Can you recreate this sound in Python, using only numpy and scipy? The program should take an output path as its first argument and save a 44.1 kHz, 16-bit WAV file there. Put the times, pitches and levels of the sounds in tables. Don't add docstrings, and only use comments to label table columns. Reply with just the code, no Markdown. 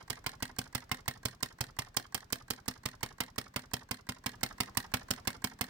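import sys
import numpy as np
from scipy import signal
from scipy.fft import rfft, irfft
from scipy.io import wavfile
from scipy.ndimage import uniform_filter1d

SR = 44100
rng = np.random.default_rng(int(sys.argv[2]) if len(sys.argv) > 2 else 0)


def put_to_file(sound):
    columns = np.atleast_2d(sound).T
    safe = np.clip(columns, -1, 1)
    whole_steps = np.round(safe * 32767)
    wavfile.write(sys.argv[1], SR, whole_steps.astype(np.int16))


N = 250929

# (frequency [Hz], level [dB], t60 [s])
FRAME_MODES = [(760, -5, .05), (1054, 1, .09), (2124, 0, .08), (2232, -3, .08), (3181, 0, .08),
               (4849, 4, .05), (5360, 3, .05), (8842, 2, .025), (9811, 2, .025)]
CATCH_TURN = .18


def undb(db):
    return 10 ** (np.asarray(db) / 20)


def level(x, db):
    return x * undb(db) / np.sqrt(np.mean(x ** 2))


def noise(size=N):
    return rng.standard_normal(size)


def curve(points, times):
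    return np.interp(times, *np.transpose(points))


def scatter(db, spread_db):
    return db + spread_db * noise(len(db))


def through(x, response):
    return signal.oaconvolve(x, response)[:N]


def colour(x, points, size=2048):
    hz, db = np.transpose(points)
    grid = np.maximum(np.fft.rfftfreq(size, 1 / SR), 1)
    gain = undb(np.interp(np.log(grid), np.log(hz), db))
    cepstrum = irfft(np.log(gain))
    cepstrum[1:size // 2] *= 2
    cepstrum[size // 2 + 1:] = 0
    return through(x, irfft(np.exp(rfft(cepstrum))))


def fade(t, t60):
    return np.exp(-np.log(1000) * t / t60)


def ring(x, modes):
    t = np.arange(SR // 4) / SR
    response = sum(undb(db) * fade(t, t60) * np.sin(2 * np.pi * hz * t) for hz, db, t60 in modes)
    return through(x, response)


def pushes(times, db, width):
    out = np.zeros(N)
    for s, gain in zip(times, undb(db + np.zeros(len(times)))):
        first, last = np.clip([(s - 4 * width) * SR, (s + 4 * width) * SR], 0, N).astype(int)
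        i = np.arange(first, last)
        out[i] += gain * np.exp(-.5 * ((i / SR - s) / width) ** 2)
    return out


def burst(shape, count=2):
    x = noise(len(shape)) * shape
    for _ in range(count):
        x = irfft(np.exp(1j * np.angle(rfft(x))), len(shape))
        x = x * shape / np.sqrt(np.abs(uniform_filter1d(x ** 2, size=40)) + 1e-18)
    return x


def chatter(times, db, rise, t60, grain_db):
    t = np.arange(2048) / SR
    shape = (1 - np.exp(-(t / rise) ** 2)) * fade(t, t60)
    out = np.zeros(N + len(t))
    for start, gain in zip((times * SR).astype(int), undb(db)):
        impacts = burst(shape * undb(grain_db * noise(len(t))))
        if 0 <= start < N:
            out[start:start + len(t)] += gain * impacts / np.linalg.norm(impacts)
    return out[:N]


def flywheel():
    # (time [s], speed [turns per second])
    speed = [(0.18, 6.123), (0.43, 6.247), (0.86, 5.999), (1.01, 6.134), (1.17, 5.728), (1.41, 5.739),
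             (1.57, 5.436), (1.86, 5.649), (2.14, 5.546), (3.13, 5.774), (3.49, 5.489), (3.65, 5.833),
             (4.02, 5.524), (4.21, 5.925), (4.52, 5.805), (4.67, 5.948), (5.2, 5.997), (5.36, 5.925)]
    first_slam_s = .1
    t = np.arange(-SR // 4, N + SR // 4) / SR
    angle = np.cumsum(curve(speed, t)) / SR
    angle = angle - np.interp(first_slam_s, t, angle)
    slam = np.interp(np.arange(-1, int(angle[-1]) + 1), angle, t)
    return slam[:-1], np.diff(slam)


def air(swell_db):
    # (frequency [Hz], gain [dB])
    air_colour = [(20, -28), (35, 16.5), (60, -21), (115, 0), (170, 1), (245, -2), (400, -11.5),
                  (1000, -16.5), (1800, -17.5), (2600, -22.5), (5200, -26), (10000, -38.5), (16000, -37)]
    mid = colour(noise(), air_colour, size=8192)
    side = colour(colour(noise(), air_colour), [(100, -47), (300, -3.5), (1000, 3.0), (8000, -3)])
    steady = level(np.array([mid + side, mid - side]), -62)
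    return steady * undb(0.89 * swell_db)


def reflections(x, starts, delay, t60, points, size=8192):
    t = np.arange(size) / SR
    shape = fade(t, t60) * (t > delay)
    shape = shape / np.linalg.norm(shape)
    x, out = colour(x, points), np.zeros((2, N + size))
    edges = np.r_[0, (starts[starts > 0] * SR).astype(int), N]
    for a, b in zip(edges[:-1], edges[1:]):
        echoes = np.array([burst(shape, count=2), burst(shape, count=2)])
        out[:, a:b + size - 1] += signal.fftconvolve(x[None, a:b], echoes, axes=1)
    return out[:, :N]


def desk(slam, period, rub_db):
    # (frequency [Hz], level [dB], t60 [s])
    desk_modes = [(80, 12.5, 0.02), (122, 14.5, 0.065)]
    # (frequency [Hz], level [dB], t60 [s])
    plate_modes = [(212, 0, .075), (252, 0, .11), (436, -9, .08)]
    # (time [s], level [dB])
    thump_db = [(0.1, -1.5), (1.25, 5), (1.43, -2), (1.61, 5), (2.14, -5), (2.68, -2.0), (2.86, 2.2),
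                (3.2, -2.5), (3.73, 2.5), (3.91, -0.5), (4.94, 3.5), (5.44, 0.8)]
    # (time [s], level [dB])
    base_db = [(0.26, -6.5), (0.42, 2), (1.08, 0.5), (1.25, 2.7), (1.79, -6), (2.68, 2.2), (3.03, -4.5),
               (3.2, 0.6), (4.94, 4.5)]
    reversal_turn = .6

    catch = pushes(slam + CATCH_TURN * period - .005, -11.0, width=0.0033)
    tap = pushes(slam + .295 * period, rub_db / 2 - 30.0, width=0.00031)
    reversal = pushes(slam + reversal_turn * period, rub_db / 2 - 16.5, width=0.0025)
    thump = pushes(slam + 0.0019, curve(thump_db, slam), width=0.0006) + reversal
    plate = pushes(slam + 0.00046, curve(base_db, slam), width=0.00055) + catch + tap
    shake = level(ring(thump, desk_modes), -45) + level(ring(plate, plate_modes), -48.5)
    return colour(shake, [(10, -35), (30, -18.0), (70, -5.0), (500, 3.0)], size=8192)


def piston(slam, period, rub_db):
    # (frequency [Hz], gain [dB])
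    rub_colour = [(150, -19), (400, 9), (900, 10.5), (1650, -6), (2600, 1.5), (5200, 0.5), (7000, -3.5),
                  (11000, -68), (15000, -43)]
    scrape_turn, rasp_turn = .446, .4884

    grains = noise() * undb(4.2 * noise())
    scrape = pushes(slam + scrape_turn * period, rub_db, width=0.0046) * grains

    turn_edges = np.r_[slam, slam[-1] + period[-1]]
    crank = np.interp(np.arange(N) / SR, turn_edges, np.arange(len(slam) + 1)) % 1
    hz = np.interp(crank, [.44, .55], [1750, 750])
    tone = np.sin(2 * np.pi * np.cumsum(hz) / SR)
    judder = colour(noise(), [(300, 0), (600, -5), (1200, -20), (4000, -55)])
    strokes = pushes(slam + rasp_turn * period, scatter(rub_db, 0.36), width=0.0064)
    rasp = strokes * judder * tone

    rub = level(colour(scrape, rub_colour), -65.5)
    return rub + level(ring(scrape, FRAME_MODES), -72) + level(rasp, -63)


def linkage(slam, period, rub_db):
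    # (frequency [Hz], gain [dB])
    tick_colour = [(150, -28), (1000, 6), (2600, -11), (5200, 3), (8000, 3), (9500, -8), (15000, -6.5)]
    catch_colour = [(150, -14), (400, -6), (1300, -8), (1550, 0), (1950, 1), (2300, -6), (4250, -3),
                    (7300, -12), (8350, -3), (11000, -13), (15000, -14), (16500, -24)]
    tap_colour = [(150, -39), (500, -23), (1200, -20), (1800, 16), (2700, -6), (4200, 7), (8000, 2),
                  (11000, -10), (15000, -16)]
    knock_colour = [(150, -13), (400, 20), (1000, -35), (2000, -4), (5300, 16), (8000, 7.5), (11000, -0.5),
                    (12900, 4), (15000, -5)]
    # (frequency [Hz], level [dB], t60 [s])
    rod_modes = [(1080, 0, .014), (1620, 0, .016), (1890, -5, .016), (4250, -9, .015), (7950, -11, .015)]
    # (frequency [Hz], level [dB], t60 [s])
    lever_modes = [(1650, -6, .028), (1890, 0, .028), (4250, -6, .03), (8350, -9, .02)]
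    tap_turn, knock_turn = .33, .538
    catch_per_rub = 0.62

    tick = chatter(slam - .0225, scatter(rub_db / 2, 1), rise=.0005, t60=.021, grain_db=3)
    lift = chatter(slam - .0203, rub_db / 2, rise=0.00037, t60=0.024, grain_db=2.0)
    catch_db = scatter(catch_per_rub * rub_db, 0.37)
    catch = chatter(slam + CATCH_TURN * period, catch_db, rise=0.00034, t60=0.02, grain_db=-2)
    tap = chatter(slam + tap_turn * period, scatter(rub_db / 2, 1), rise=.0008, t60=.023, grain_db=5)
    knock_db = scatter(rub_db / 2, 1)
    knock = chatter(slam + knock_turn * period, knock_db, rise=0.0031, t60=0.024, grain_db=1.5)

    clicks = level(colour(tick, tick_colour), -69.5) + level(colour(catch, catch_colour), -56.5)
    rattle = level(colour(tap, tap_colour), -64.5) + level(colour(knock, knock_colour), -70.5)
    ringing = level(ring(lift, rod_modes), -64.5) + level(ring(catch + 0.12 * tap, lever_modes), -62.5)
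    return clicks + rattle + ringing


def shutter(slam, effort_db):
    # (frequency [Hz], gain [dB])
    slam_colour = [(120, 2.5), (400, 7), (800, 7.5), (1500, 1), (2700, 0.5), (3700, -0.5), (5200, 2),
                   (6800, -2.5), (8400, -1.5), (9800, -5), (10600, -8), (13000, -4), (15600, 4),
                   (16800, -61)]
    landing_spread_db, seat_share, crack_spread_db = 5, 0.65, 2.3

    early_db = landing_spread_db * noise(len(slam))
    contact_db = 2.3 * effort_db + early_db
    crack_db = scatter(1.4 * effort_db, crack_spread_db)
    seat_db = 0.48 * effort_db - seat_share * early_db
    contact = chatter(slam - .0008, contact_db, rise=0.00053, t60=0.044, grain_db=2)
    crack = chatter(slam + .0001, crack_db, rise=0.0016, t60=0.0077, grain_db=1.5)
    seat = chatter(slam + .0031, seat_db, rise=0.0011, t60=0.02, grain_db=2)

    contact = colour(contact, [(300, -11.5), (1200, -1), (2500, 3), (5500, -5.5), (9000, -11), (16000, -10.5)])
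    crack = colour(crack, [(300, -21.5), (2000, -26.5), (8000, 4.5), (16000, 0.5)])
    seat = colour(seat, [(300, -2.5), (1200, -1), (5500, 7), (9000, 5.5), (16000, -7.5)])
    blow = level(contact, -46) + level(crack, -41.0) + level(seat, -42.5)
    return colour(blow, slam_colour) + level(ring(blow, FRAME_MODES), -54.5)


def scene():
    # (time [s], level [dB])
    effort = [(0.1, -1.9), (0.26, -1.3), (0.59, -2.07), (1.79, -1), (2.68, -1.5), (3.38, -1.4),
              (3.56, -2.5), (3.73, -0.8), (4.09, -3.8), (4.43, 2), (5.27, 1.5), (5.44, -0.5)]
    # (frequency [Hz], gain [dB])
    shade = [(150, -15.5), (500, -1.5), (700, -27), (1000, -24), (1600, -25), (2600, -6), (4200, -22.5),
             (5500, -31), (7000, -18.5), (8000, -20), (10000, -14), (16000, -21)]
    # (frequency [Hz], gain [dB])
    wrap = [(150, -21.5), (600, -14.5), (850, -5), (1250, -1), (1900, -6.5), (3000, -15), (16000, -47)]
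    port_lag = 10
    cruise_hz = 5.8
    rub_base_db, rub_per_effort, rub_db_per_hz = 0.5, 1.34, 5.5

    slam, period = flywheel()
    effort_db = curve(effort, slam)
    rub_db = rub_base_db + rub_per_effort * effort_db + rub_db_per_hz * (1 / period - cruise_hz)
    metal = shutter(slam, effort_db) + linkage(slam, period, rub_db) + piston(slam, period, rub_db)
    low = desk(slam, period, rub_db)

    shaded = np.r_[np.zeros(port_lag), colour(metal, shade)[:-port_lag]]
    direct = np.array([shaded + colour(metal, wrap), metal])

    lull = slam - period / 4
    near_colour = [(200, -15), (500, -7.5), (1100, -9), (1900, -5), (4000, -6.5), (7000, -18.5), (15000, -14.0)]
    near = reflections(metal, lull, .001, 0.021, near_colour)
    room_colour = [(300, -9), (1500, -12.5), (5000, -20.5), (8000, -24.0), (11000, -20), (15000, -20.5)]
    room = reflections(metal, lull, 0.0094, 0.14, room_colour)
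    boom = reflections(low, lull, 0.014, 0.42, [(60, -26.0), (130, -13), (300, -14.0)])
    boom = boom[0] + 0.099 * np.array([boom[1], -boom[1]])

    swell_db = np.interp(np.arange(N) / SR, slam, rub_db)
    return direct + near + room + low + boom + air(swell_db)


def record(dry):
    top_hz = 16500
    return signal.sosfilt(signal.ellip(8, .2, 70, top_hz, fs=SR, output="sos"), dry)


dry = scene()
out = record(dry)
put_to_file(out)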